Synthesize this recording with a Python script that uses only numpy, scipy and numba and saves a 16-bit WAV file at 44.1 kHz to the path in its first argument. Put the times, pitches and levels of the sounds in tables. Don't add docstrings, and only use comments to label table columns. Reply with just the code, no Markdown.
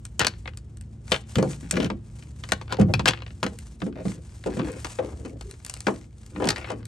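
import sys
import numpy as np
from scipy import signal
from scipy.fft import rfft, irfft, next_fast_len
from scipy.io import wavfile
from scipy.ndimage import uniform_filter1d
from numba import njit

SR = 44100
rng = np.random.default_rng(int(sys.argv[2]) if len(sys.argv) > 2 else 0)


def master(y):
    cut = np.clip(np.atleast_2d(y).T, -1, 1)
    pcm = np.round(cut * 32767)
    wavfile.write(sys.argv[1], SR, pcm.astype(np.int16))


N = 303055
TIME = np.arange(N) / SR
SIZE = next_fast_len(N, True)
FREQS = np.arange(SIZE // 2 + 1) * SR / SIZE + 1

# start_s, level_db, treble_db, part_hz (resonance of the part),
# rebounds (rounded to a whole count)
CRACKS = [(0.194, -6.5, -4.5, 3100, 0), (0.2034, -9, -33.5, 2880, 1), (0.2142, -9.5, -20.5, 1630, 2),
          (0.247, -11.5, -19, 3200, 0), (0.268, -4.5, -12.5, 4350, -0.5), (0.4571, -28.5, -60, 2120, 0),
          (0.476, -23, -36, 2140, 0), (1.1193, -6, -18, 3100, 2.6), (1.1435, -17, -34, 3180, 2.5),
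          (1.3558, -14.5, -15.5, 3060, 0), (1.4262, -21, -7, 940, 0.5), (1.71, -5.5, -3.5, 8550, 0.062),
          (1.7704, -16.5, -26, 2000, 0.13), (1.8021, -18.5, -26, 2960, 2.2), (1.845, -23, -17, 3078, 0.35),
          (1.9012, -17.5, -29.5, 1040, 0), (2.4373, -23.5, -22, 3100, 0), (2.489, -27, -7, 2120, 2.4),
          (2.5198, -4.5, -13.5, 1560, 0), (2.6131, -28, -20, 960, 1.2), (2.724, -13.5, -17.5, 910, 3.1),
          (2.9379, -10, -18, 2502, 0), (2.9943, -15, -22.5, 990, 1.3), (3.057, -6.5, -17.5, 1550, 1),
          (3.074, -9, -20, 3000, 0.17), (3.0803, -5, -13.5, 2830, 0), (3.0856, -6, -14.5, 3180, 2),
          (3.4296, -11.5, -20.5, 960.7, 0), (3.4644, -17.5, -19.5, 1710, 0), (3.8182, -22, -33.5, 1223, 0),
          (4.5946, -20.5, -41, 1171, 3.8), (4.846, -17.5, -13.5, 1130, 2), (4.987, -25, -58, 1089, 1),
          (5.41, -28, -9, 1220, 0), (5.6967, -18.5, 4, 2700, 0), (5.8686, -10.5, -24, 1390, 0),
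          (6.361, -27.5, -51, 1100, 0), (6.442, -22, -17, 3000, 0.5), (6.4723, -16, -15, 1082, 0.5),
          (6.488, -5.5, -8.5, 4900, -0.5), (6.504, -8, -11.5, 4570, 0.4), (6.5605, -22, -20, 1900, 1.35),
          (6.6439, -25.5, -46, 2140, 3)]
REBOUND_S, REBOUND_GROWTH, REBOUND_DB, REBOUND_FADE_DB_PER_S, REBOUND_DULL_DB = .008, 1.6, -4.5, 276.5, -4.5
BODY_DB, BODY_DB_PER_OCTAVE = 2, -4.5
# freq_hz, level_db_per_hz
CRACK_COLOUR = [(60, -9), (200, 3), (700, 1), (1500, -1), (3000, -4), (4600, -1), (6200, -6), (8700, -6.5),
                (10300, -21), (11800, -14), (16000, -49.5)]
# mode_hz, level_db (over the small modes), t60_s
HOUSING_MODES = [(132, 6, 0.13), (198.1, 8, 0.2), (343, -8.5, 0.51), (438.7, -0.5, 0.16),
                 (519.4, 8.5, 0.091), (630, 1.5, 0.1), (800, -3, 0.14), (1110, 1, 0.13), (1422, 4.5, 0.05),
                 (3005, -4, 0.14), (4310, -3.5, 0.057), (4880, -16.5, 0.075)]

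# start_s, level_db (before trim)
CLIP_CLICKS = [(0.052, -25), (0.573, -28.5), (0.771, -38.5), (0.8106, -34), (1.112, -26), (3.5875, -28),
               (4.718, -32.5), (5.511, -27.5), (5.6485, -24), (5.6633, -24), (5.739, -21.5), (5.772, -33),
               (5.805, -24), (6.2628, -36), (6.455, -25.5), (6.583, -33), (6.8538, -30)]
CLICK_HZ, CLICK_TREBLE_DB = 8670, -6

# start_s, level_db (before trim), peak_hz (loudest resonance),
# hardness_db (of the contact), rocking_s (time it goes on rocking)
BENCH_BUMPS = [(1.118, -8.5, 653, 8, 0), (1.363, -8, 139, -42, 0), (1.383, -11.5, 257, -5, 0.0011),
               (1.4257, -13.5, 452, -8, 0), (1.452, -27, 156, -34, 0.0011), (1.769, -14.5, 240, -13, 0.058),
               (1.901, -24, 230, -23, 0.0054), (2.796, -5.5, 190, -13.5, 0), (2.812, -6, 140.1, -12.5, 0),
               (2.883, -15, 133, -49, 0.14), (3.431, -18, 240, 4, 0.0078), (3.821, -17, 198.3, -27, 0),
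               (3.862, -21.5, 230, -13, 0.002), (4.053, -15.5, 204, -12, 0), (4.46, -17, 342, -8, 0.0089),
               (4.569, -18.5, 217.1, -7.5, 0.021), (4.988, -18.5, 500, -10.5, 0.00075),
               (5.249, -28, 263, -2, 0.0094), (5.869, -15.5, 345.8, -9, 0.0093),
               (5.882, -17, 868.5, -10, 0), (6.399, -21, 398, -10, 0.00029), (6.421, -17, 390.2, -9, 0.038),
               (6.703, -19, 710, 4.5, 0), (6.717, -24, 304, -1.5, 0)]
ROCK_GAP_S, ROCK_LOSS_DB = .048, -1
# multiple of peak_hz, level_db_per_hz
THUD_BAND = [(.3, -18), (.6, -2), (1, 5), (2.2, -7), (4, -18.5), (12, -61)]
# freq_hz, level_db_per_hz
CLACK = [(100, -44.5), (1200, -6.5), (4000, -15.0), (9000, -13.5), (16000, -52.5)]

# start_s, length_s, groan_db, groan_hz, rasp_db, rasp_hz,
# pressure_change_db (start to end); both levels are before trim
DRAGS = [(1.627, .05, -35, 202.3, -52, 2017, -2.5), (1.72, 0.15, -24.5, 323, -37, 2765, -4.5),
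         (2.691, 0.03, -42, 537, -36.5, 1725, 25), (2.783, 0.047, -21.5, 445, -44.5, 1999, -10),
         (2.883, 0.04, -26.5, 460, -58.5, 1702, -21), (3.462, 0.095, -38, 450.3, -75, 1712, -22),
         (3.955, 0.071, -36.5, 520, -48, 1500, -2), (4.08, 0.11, -46, 330, -63.5, 1520, 4),
         (4.485, 0.21, -36.5, 376.2, -43.5, 1600, 4.5), (4.678, 0.12, -40, 476, -48, 1810, -7),
         (5.017, .125, -36, 500, -47.5, 1190, -7), (5.137, 0.23, -43, 350.8, -63, 980, -2),
         (6.317, .08, -33.5, 330, -52, 1299, 12), (6.402, 0.082, -25, 445, -32, 1030, 3),
         (6.487, 0.044, -32, 335, -34, 1600, -1), (6.566, 0.066, -51, 400, -38.5, 1920, -16),
         (6.65, 0.06, -47, 402.5, -40.5, 2000, 12), (6.721, 0.13, -42.5, 350, -54, 1517, -12)]
# multiple of its resonance (widened for the rasp), level_db_per_hz
SCRAPE_BAND = [(.08, -26.5), (.45, -4), (1, 1), (1.6, -8.5), (3, -30.5), (12, -37)]

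# start_s, length_s, level_db, start_hz, end_hz
SHELL_CREAKS = [(4.603, 0.097, -35, 340.6, 306), (4.689, 0.082, -39.5, 478, 552),
                (5.437, 0.11, -43, 392, 405)]

# start_s, length_s, level_db (mid-move)
GLOVE_MOVES = [(0, 0.57, -67.5), (1.07, 0.14, -47.5), (1.266, 0.14, -50), (1.42, 0.41, -51.5),
               (2.108, 0.51, -60), (2.897, 0.3, -61), (3.27, 0.47, -58), (3.797, 0.09, -53),
               (4.024, 0.13, -50), (4.19, 0.26, -59), (4.414, 0.23, -51.5), (4.638, 0.31, -48.5),
               (5.035, 0.093, -52), (5.177, 0.15, -54), (5.401, 0.15, -54), (5.636, 0.37, -53),
               (6.2, 0.52, -56)]
MOVE_ENDS_DB, GRIP_DB = -6, -72.5
# freq_hz, level_db_per_hz
GLOVE_COLOUR = [(800, -3), (2500, -9), (4800, -7.5), (8800, -2), (10300, -18), (11500, -14.5),
                (14000, -41.5)]

# start_s, level_db
LOOSE_TAPS = [(0.337, -40), (0.535, -44.5), (1.509, -40), (1.532, -32.5), (2.2251, -38), (2.679, -35.5),
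              (3.1348, -20), (3.1738, -31.5), (3.189, -36.5), (3.204, -38), (3.2207, -27.5),
              (3.2639, -32.5), (3.279, -40), (3.305, -38), (3.926, -43), (4.439, -32), (6.829, -41)]

# line_hz, level_db
HUM_LINES = [(60.5, -50), (109.5, -45.5), (138.7, -52.5), (165.2, -59.5), (219.2, -56.5), (348.2, -68)]
# freq_hz, level_db_per_hz
RUMBLE_COLOUR = [(20, -42.5), (35, -26), (52, 2), (80, 1.5), (100, -6), (135, -10), (180, -13.5),
                 (300, -21.5), (700, -38.5), (2000, -50.5), (9000, -60), (14000, -79.5)]
# time_s, gain_db
HUM_GAIN = [(0, 1), (3.2, 3), (3.7, 0.5), (4.8, 1.5), (5.7, -1), (6.87, 1)]

# freq_hz, left_minus_right_db, side_minus_mid_db
STEREO_IMAGE = [(170, 0.5, 1.5), (380, 3.5, -7.5), (800, 2.5, -6.5), (2530, 6, -3), (4280, 3, -15),
                (9000, 1, -10.5)]
TOP_HZ = 16400


def undb(db):
    return 10 ** (np.asarray(db) / 20)


def along(points, hz, axis=1):
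    points = np.array(points, float)
    return np.interp(np.log(hz), np.log(points[:, 0]), points[:, axis])


def ears(mid, side, hz):
    lean_db = along(STEREO_IMAGE, hz)
    width = undb(along(STEREO_IMAGE, hz, axis=2))
    left = (mid + width * side) * undb(lean_db / 2)
    right = (mid - width * side) * undb(-lean_db / 2)
    return np.array([left, right])


def coloured(pair, points):
    shaped = ears(*rfft(pair, SIZE), FREQS) * undb(along(points, FREQS))
    out = irfft(shaped, SIZE)[:, :N]
    return out / out.mean(axis=0).std()


def walk(rate_hz):
    hold = int(SR / rate_hz)
    steps = np.repeat(rng.standard_normal(N // hold + 1), hold)
    return np.sqrt(2) * uniform_filter1d(steps, hold)[:N]


def add(out, start_s, sound):
    i = max(int(start_s * SR), 0)
    out[:, i:i + sound.shape[1]] += sound[:, :N - i]


@njit
def ring(poles, swell, gains, size):
    out = np.zeros((2, size))
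    for k in range(len(poles)):
        z, rest = 1 + 0j, 1.
        for i in range(size):
            out[0, i] += (gains[0, k] * z).imag * (1 - rest)
            out[1, i] += (gains[1, k] * z).imag * (1 - rest)
            z *= poles[k]
            rest = rest * swell[k] + 1e-18
            if z.real ** 2 + z.imag ** 2 < 1e-8:
                break
    return out


def blow(colour, t60, damping, rise_s, main_db, scatter, count=220):
    shift, damp, mid, side = rng.random((4, count + len(HOUSING_MODES)))
    main_hz, main_level_db, main_t60 = np.transpose(HOUSING_MODES)
    root = np.linspace(np.sqrt(60), np.sqrt(16000), count)
    crowd_hz = (root + (shift[:count] - .5) * (root[1] - root[0])) ** 2
    hz = np.append(crowd_hz, main_hz * (1 + 0.044 * (shift[count:] - .5)))

    crowd_t60 = t60 * (crowd_hz / 1000) ** -damping * np.exp(scatter * (2 * damp[:count] - 1))
    life = np.maximum(np.append(crowd_t60, main_t60), .002)

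    boost_db = np.append(np.zeros(count), main_level_db + main_db)
    size = undb(colour(hz) + boost_db) * hz ** (1 / 4)
    size = size / np.sqrt(np.sum(size ** 2))
    gains = size * ears(np.exp(2j * np.pi * mid), np.exp(2j * np.pi * side), hz)
    poles = np.exp((2j * np.pi * hz - np.log(1000) / life) / SR)
    swell = np.exp(-1 / (SR * (rise_s + 0.18 / hz)))
    return ring(poles, swell, gains, SR // 3)


def snap(db, treble_db, part_hz, top_db=-3, treble_ref_db=-16, focus_db=8, focus_octaves=0.15):
    body_db = BODY_DB + BODY_DB_PER_OCTAVE * np.log2(part_hz / 1000)
    bright_db = treble_db - treble_ref_db
    tilt = [(800, body_db), (1500, 0.025), (3600, 0.0083), (7500, bright_db), (13000, bright_db + top_db)]

    def colour(hz):
        focus = np.exp(-(np.log2(hz / part_hz) / focus_octaves) ** 2)
        return along(CRACK_COLOUR, hz) + along(tilt, hz) + focus_db * focus

    return undb(db) * blow(colour, t60=0.029, damping=0.43, rise_s=0.00029, main_db=-11.0, scatter=0.097)


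def snaps(run_s=0.0027, run_db=-7):
    out = np.zeros((2, N))
    for start_s, db, treble_db, part_hz, rebounds in CRACKS:
        add(out, start_s, snap(db, treble_db, part_hz))
        add(out, start_s + run_s, snap(db + run_db, treble_db, part_hz))
        gaps_s = REBOUND_S * REBOUND_GROWTH ** np.arange(round(rebounds))
        for late_s in np.cumsum(gaps_s):
            weaker_db = REBOUND_DB - REBOUND_FADE_DB_PER_S * late_s
            rebound = snap(db + weaker_db, treble_db + REBOUND_DULL_DB, part_hz)
            add(out, start_s + late_s * rng.uniform(.9, 1.1), rebound)
    return out


def clicks(trim_db=1):
    out = np.zeros((2, N))
    for start_s, db in CLIP_CLICKS:
        add(out, start_s, snap(db + trim_db, CLICK_TREBLE_DB, CLICK_HZ, top_db=2.5))
    return out


def bumps(trim_db=-1, clack_db=-4, push_s=0.0006, choke=.9):
    out = np.zeros((2, N))
    for start_s, db, peak_hz, hardness_db, rocking_s in BENCH_BUMPS:
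        def colour(hz):
            return np.maximum(along(THUD_BAND, hz / peak_hz), along(CLACK, hz) + hardness_db + clack_db)

        t60 = 0.086 * undb(-choke * max(hardness_db, 0))
        rise_s = push_s * undb(-hardness_db / 2)
        knocks = 1 + int(np.ceil(rocking_s / ROCK_GAP_S))
        for k, late_s in enumerate(np.linspace(0, rocking_s, knocks)):
            thud = blow(colour, t60, damping=0.63, rise_s=rise_s, main_db=2.0, scatter=0.72)
            add(out, start_s + late_s, undb(db + trim_db + k * ROCK_LOSS_DB) * thud)
    return out


def strokes(trim_db=-1, groan_slips_hz=190, rasp_slips_hz=130, uneven_db=6.0, rasp_t60=0.039,
            rasp_focus=0.48, hiss_share=.025):
    out = np.zeros((2, N))
    for start_s, length_s, groan_db, groan_hz, rasp_db, rasp_hz, change_db in DRAGS:
        u = np.linspace(0, 1, max(int(length_s * SR), 2))
        pressure = undb(change_db * u)
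        groan = blow(lambda hz: along(SCRAPE_BAND, hz / groan_hz),
                     t60=0.03, damping=0.87, rise_s=0.00048, main_db=-8.0, scatter=0.13)
        rasp = blow(lambda hz: along(SCRAPE_BAND, (hz / rasp_hz) ** rasp_focus),
                    t60=rasp_t60, damping=0.65, rise_s=0.00087, main_db=-9.5, scatter=0.41)
        for body, db, rate_hz in (groan, groan_db, groan_slips_hz), (rasp, rasp_db, rasp_slips_hz):
            chance = rng.random(SR)[:len(u)]
            spread, hiss = rng.standard_normal((2, SR))[:, :len(u)]
            slips = (chance < rate_hz / SR) * undb(uneven_db * np.clip(spread, -2, 1))
            drive = (slips + hiss_share * hiss) * pressure
            sound = signal.fftconvolve(drive[None], body, axes=1)
            level = np.sqrt(2 * len(u) / np.sum(sound ** 2))
            add(out, start_s, undb(db + trim_db) * sound * level)
    return out


def creaks(waver=0.054, rough_db=4):
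    out = np.zeros((2, N))
    wobble, rough = 1 + waver * walk(130), undb(rough_db * walk(90))
    for start_s, length_s, db, start_hz, end_hz in SHELL_CREAKS:
        u = np.linspace(0, 1, max(int(length_s * SR), 2))
        now = int(start_s * SR) + np.arange(len(u))
        pitch_hz = (start_hz + (end_hz - start_hz) * u) * wobble[now]
        phase = 2 * np.pi * np.cumsum(pitch_hz) / SR
        arch = 2 * np.sqrt(u * (1 - u))
        creak = np.outer(ears(0.93, 0, start_hz), np.sin(phase) * rough[now] * arch)
        add(out, start_s, undb(db) * creak)
    return out


def friction(points, grain_db, swell_db, flutter_db=2.5):
    uneven_db = grain_db * walk(830) + flutter_db * np.clip(walk(110), -2, 2)
    drive = rng.standard_normal((2, N)) * undb(uneven_db)
    return coloured(drive, points) * undb(swell_db * walk(22))


def gloves(grit_db=15, grit_spread_db=4, grit_treble_db=-13, grit_hz=2200, count=60):
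    rub_db = np.full(N, float(GRIP_DB))
    for start_s, length_s, db in GLOVE_MOVES:
        arch = np.abs(2 * (TIME - start_s) / length_s - 1) ** 3
        rub_db = np.maximum(rub_db, db + MOVE_ENDS_DB * arch)
    out = undb(rub_db) * friction(GLOVE_COLOUR, grain_db=2.0, swell_db=2.5)
    for when, size in rng.random((count, 2)):
        i = int(when * N)
        tick_db = rub_db[i] + grit_db + grit_spread_db * (2 * size - 1)
        add(out, TIME[i], snap(tick_db, grit_treble_db, grit_hz))
    return out


def ticks(loose_hz=2900, treble_db=-32):
    out = np.zeros((2, N))
    for start_s, db in LOOSE_TAPS:
        add(out, start_s, snap(db, treble_db, loose_hz, focus_db=2.5))
    return out


def garage(x, echo_s=0.012, echo_db=-17, early_db=-12, early_t60=0.074, late_db=-23, late_t60=0.26):
    t = TIME[:SR // 2]
    # start_s, t60_s, level_db (before the dullness trim), treble_db
    layers = [(echo_s, .015, echo_db, -1), (.004, early_t60, early_db, -5), (.015, late_t60, late_db, -7)]
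    response = 0
    for start_s, t60, db, top_db in layers:
        noise = coloured(rng.standard_normal((2, N)), [(4000, 0.014), (9000, top_db)])[:, :len(t)]
        decay = np.exp(-np.log(1000) * np.maximum(t - start_s, 0) / t60)
        part = noise * (t >= start_s) * decay
        part = part / np.sqrt(np.sum(part ** 2, axis=1, keepdims=True))
        response = response + undb(db + top_db / 2) * part
    return x + signal.fftconvolve(x, response, axes=1)[:, :N]


def hum(rumble_db=-43.0, waver_db=3.0, drift_rad=0.11):
    lines = 0
    for hz, db in HUM_LINES:
        level = undb(db + waver_db * walk(1.8))
        lines = lines + level * np.sin(2 * np.pi * hz * TIME + drift_rad * walk(2.7))
    rumble = undb(rumble_db) * coloured(rng.standard_normal((2, N)), RUMBLE_COLOUR)
    return (lines + rumble) * undb(np.interp(TIME, *np.transpose(HUM_GAIN)))


def scene():
    work = snaps() + clicks() + bumps() + strokes() + creaks() + gloves() + ticks()
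    return garage(work) + hum()


def record(dry, ceiling=1.5, apart_hz=260, low_cut_hz=42):
    apart = FREQS ** 4 / (FREQS ** 4 + apart_hz ** 4)
    side = irfft(rfft(dry[0] - dry[1], SIZE) / 2 * apart, SIZE)[:N]
    mid = dry.mean(axis=0)
    pair = np.array([mid + side, np.roll(mid - side, 1)])
    low_cut = signal.butter(4, low_cut_hz, "highpass", fs=SR, output="sos")
    pair = signal.sosfilt(low_cut, pair)
    rounded = ceiling * np.tanh(pair / ceiling)
    top_cut = signal.ellip(8, .2, 70, TOP_HZ, fs=SR, output="sos")
    return signal.sosfilt(top_cut, rounded)


dry = scene()
out = record(dry)
master(out)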